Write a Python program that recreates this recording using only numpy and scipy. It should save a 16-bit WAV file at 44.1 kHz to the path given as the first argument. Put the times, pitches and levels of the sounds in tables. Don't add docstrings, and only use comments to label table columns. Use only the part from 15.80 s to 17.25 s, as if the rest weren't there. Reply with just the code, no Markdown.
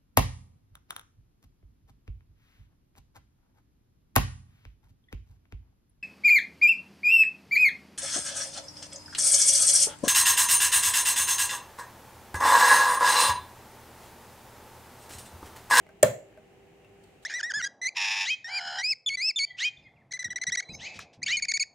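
import sys
import numpy as np
from scipy import signal
from scipy.fft import rfft, irfft
from scipy.io import wavfile

SR = 44100
rng = np.random.default_rng(int(sys.argv[2]) if len(sys.argv) > 2 else 0)


def file_out(sig):
    cols = np.atleast_2d(sig).T
    lim = np.clip(cols, -1, 1)
    pcm = np.round(lim * 32767).astype(np.int16)
    wavfile.write(sys.argv[1], SR, pcm)


N = 63945
TIME_S = np.arange(N) / SR
BIN_HZ = np.arange(N // 2 + 1) * SR / N
ANTIPHASE = np.array([[1], [-1]])


def undb(db):
    return 10 ** (np.asarray(db) / 20)


def over_hz(points, hz):
    knots_hz, values = np.array(points, float).T
    return np.interp(np.log(np.maximum(hz, 1)), np.log(knots_hz), values)


def fade(start_s, t60_s):
    age = np.maximum(TIME_S - start_s, 0)
    return (age > 0) * np.exp(-np.log(1000) * age / max(t60_s, 1e-4))


def pan(left_minus_right_db):
    return undb(ANTIPHASE * left_minus_right_db / 2)


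def noise(colour):
    shaped = irfft(rfft(rng.standard_normal(N)) * undb(over_hz(colour, BIN_HZ)), N)
    return shaped / shaped.std()


def ring(modes, start_s, rise_cycles=.6):
    age = np.maximum(TIME_S - start_s, 0)
    out = 0
    for hz, db, t60, side_db in modes:
        envelope = fade(start_s, t60) * (1 - np.exp(-age * hz / rise_cycles))
        out = out + undb(db) * pan(side_db) * envelope * np.sin(2 * np.pi * hz * age)
    return out


def diffuse_spectra():
    # frequency_hz, correlation
    coherence = [(100, 1), (500, 0.42), (1200, .45), (3000, .1), (10000, 0.057)]
    alike = np.clip(over_hz(coherence, BIN_HZ), 0, 1)
    mid, side = rfft(rng.standard_normal((2, N)))
    return mid * np.sqrt((1 + alike) / 2) + side * np.sqrt((1 - alike) / 2) * ANTIPHASE


def room_noise():
    # frequency_hz, relative_db
    colour = [(20, -29), (33, -22.5), (50, -7.5), (70, -11), (105, -5), (135, -8.5), (185, -6), (267, -11),
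              (380, -5), (460, -10.5), (540, -11.5), (820, -12.5), (950, -20.5), (1400, -23.5), (2000, -20),
              (2900, -21), (3400, -29.5), (5200, -35.5), (7300, -33.5), (10000, -39.5), (15500, -42.5)]
    hiss = irfft(diffuse_spectra() * undb(over_hz(colour, BIN_HZ)), N)
    return undb(-58) * hiss / hiss.std()


def fan(waver_db=1.5):
    # pitch_hz, level_db, width_hz
    tones = [(49.6, -75.5, 3.99), (102.5, -74, 6), (394.8, -63, 4.6), (492, -71.5, 5), (792, -73.5, 4)]
    drift = [(1, 0), (8, 0), (30, -40), (100, -120)]  # frequency_hz, relative_db
    out = 0
    for hz, db, width in tones:
        phase = 2 * np.pi * np.cumsum(hz + width / 2 * noise(drift)) / SR
        out = out + undb(db + waver_db * noise(drift)) * np.sqrt(2) * np.sin(phase)
    return out


def finger_touches(disc_hz=625):
    # start_s, level_db, pitch_hz, t60_s, disc_relative_db
    touches = [(0.0665, -54.5, 2110, 0.028, 3), (0.0906, -50, 1587, 0.038, 4),
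               (0.5272, -61.5, 1640, 0.026, -8), (.5745, -57, 1535, 0.059, 14),
               (1.0465, -55, 2700, .05, -14)]
    # frequency_hz, relative_db
    colour = [(300, 2), (1700, 11.5), (3500, -7), (8000, -8), (15000, -16.5)]
    out = 0
    for start, db, hz, t60, disc_db in touches:
        tone = ring([(hz, 0, t60, 0), (disc_hz, disc_db, t60, 0)], start)
        tick = undb(-1) * noise(colour) * fade(start, t60 / 2)
        out = out + undb(db) * (tone + tick)
    return out


def catch_slip(peak_s=.2288, half_length_s=.0006):
    # frequency_hz, relative_db
    colour = [(500, -28), (2000, -12.5), (5500, -22), (7000, -4), (8200, -0.5), (9200, -6), (11000, -21),
              (15000, -28)]
    return undb(-14.5) * noise(colour) * np.exp(-((TIME_S - peak_s) / half_length_s) ** 2)


def catch_snaps(crack_db=-6, crack_t60_s=.0081, side_ratio=.75, right_lag_s=.00003):
    # start_s, level_db
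    snaps = [(0.2287, -13.5), (0.2305, -1), (0.2319, -8)]
    # frequency_hz, relative_db
    colour = [(300, -11), (1000, 0), (2200, -3.5), (3300, -12), (4500, -15.5), (6000, -10.5), (8300, -0.5),
              (11000, -11), (15500, -16)]
    # pitch_hz, level_db, t60_s, left_minus_right_db
    modes = [(4200, -27.5, .01, -8.5), (6040, -21, .008, -10), (6750, -19, .014, -9.5),
             (7304, -15, .012, -7.5), (7750, -15, .007, -0.5), (8165, -9.5, .011, 7.5),
             (9050, -14, .007, 10), (9906, -26, .008, 9)]
    cracks = 0
    for start, db in snaps:
        crack = (noise(colour) + side_ratio * noise(colour) * ANTIPHASE) / np.hypot(1, side_ratio)
        cracks = cracks + undb(db + crack_db) * crack * fade(start, crack_t60_s)
    left, right = sum(undb(db) * ring(modes, start) for start, db in snaps)
    right = irfft(rfft(right) * np.exp(-2j * np.pi * BIN_HZ * right_lag_s), N)
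    return cracks + np.array([left, right])


def disc_seating(start_s=.2303):
    # pitch_hz, level_db, t60_s, left_minus_right_db
    modes = [(458.2, -20.5, 0.13, 6), (526.2, -23, 0.24, -6.5), (580.7, 5, .028, -0.5),
             (602.8, -21.5, 0.15, 0), (1104, -25.5, 0.055, -1.5), (1394, -23, .02, 5),
             (1620, -21.5, .03, -7.5), (1757, -13, 0.022, 7.5), (2136, -26, 0.016, -12.5)]
    # frequency_hz, relative_db
    colour = [(300, -20), (750, -7.5), (980, 2.5), (1300, -3), (1800, 0), (2400, -5), (3200, -15.5),
              (6000, -24.5), (15000, -36)]
    wash = np.array([noise(colour), noise(colour)]) * fade(start_s, t60_s=.25)
    return ring(modes, start_s, rise_cycles=1.6) + undb(-31.5) * wash


def case_thump():
    # start_s, level_db
    thumps = [(.238, 0.5), (.301, -11)]
    # pitch_hz, level_db, t60_s, left_minus_right_db
    modes = [(89, -38.5, 0.13, 0.5), (116.5, -29.5, .3, 0.5), (131.7, -28.5, 0.28, 1),
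             (149, -24.5, .13, -1), (196.6, -28.5, 0.14, 2), (232, -30.5, 0.14, 2), (318, -36.5, .1, 3)]
    return sum(undb(db) * ring(modes, start) for start, db in thumps)


def hand_brushes():
    # peak_s, level_db, half_length_s
    strokes = [(1.24, -61.5, .005), (1.29, -74, .12), (1.434, -60.5, .01)]
    # frequency_hz, relative_db
    colour = [(1000, -22), (2500, 1), (4200, 0), (5500, -7), (8000, 1), (11000, -8), (15000, -14)]
    out = 0
    for peak, db, half_length in strokes:
        swell = np.exp(-((TIME_S - peak) / half_length) ** 2)
        out = out + undb(db) * swell * np.array([noise(colour), noise(colour)])
    return out


def unit_energy(envelope):
    return envelope / np.sqrt(np.sum(envelope ** 2))


def reverberation(direct, treble_pan_db=-2, full_pan_hz=7100):
    # frequency_hz, relative_db
    colour = [(500, -1), (1500, 2.5), (4000, 3), (8500, -10), (14000, -3)]
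    # frequency_hz, level_db, t60_s
    bands = [(119.8, -14.5, .48), (300, -9.5, 0.42), (560, -9, 0.41), (850, -6.5, .32), (1200, -9.5, 0.2),
             (2000, -9.5, .37), (4000, -4.5, 0.28), (6000, -9, .3), (7100, -7, .36), (8500, -19, .29),
             (12000, -8, .27)]
    early = irfft(diffuse_spectra() * undb(over_hz(colour, BIN_HZ)), N)
    response = undb(-8) * early * unit_energy(fade(start_s=.004, t60_s=.06))
    field = diffuse_spectra()
    for hz, db, t60 in bands:
        band_share = over_hz([(centre, centre == hz) for centre, _, _ in bands], BIN_HZ)
        tail = irfft(field * band_share, N) * unit_energy(fade(start_s=.008, t60_s=t60))
        response = response + undb(db) * pan(treble_pan_db * min(hz / full_pan_hz, 1)) * tail
    mono = direct.mean(axis=0, keepdims=True)
    return signal.fftconvolve(mono, response, axes=1)[:, :N]


def scene():
    direct = catch_slip() + catch_snaps() + disc_seating() + finger_touches() + hand_brushes()
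    return direct + case_thump() + reverberation(direct) + room_noise() + fan()


def record(dry, low_cut_hz=35.02, top_hz=15700):
    high_pass = signal.butter(2, low_cut_hz, "high", fs=SR, output="sos")
    low_pass = signal.ellip(8, .2, 70, top_hz, fs=SR, output="sos")
    clipped = np.clip(signal.sosfilt(high_pass, dry), -1, 1)
    return signal.sosfilt(low_pass, clipped)


dry = scene()
out = record(dry)
file_out(out)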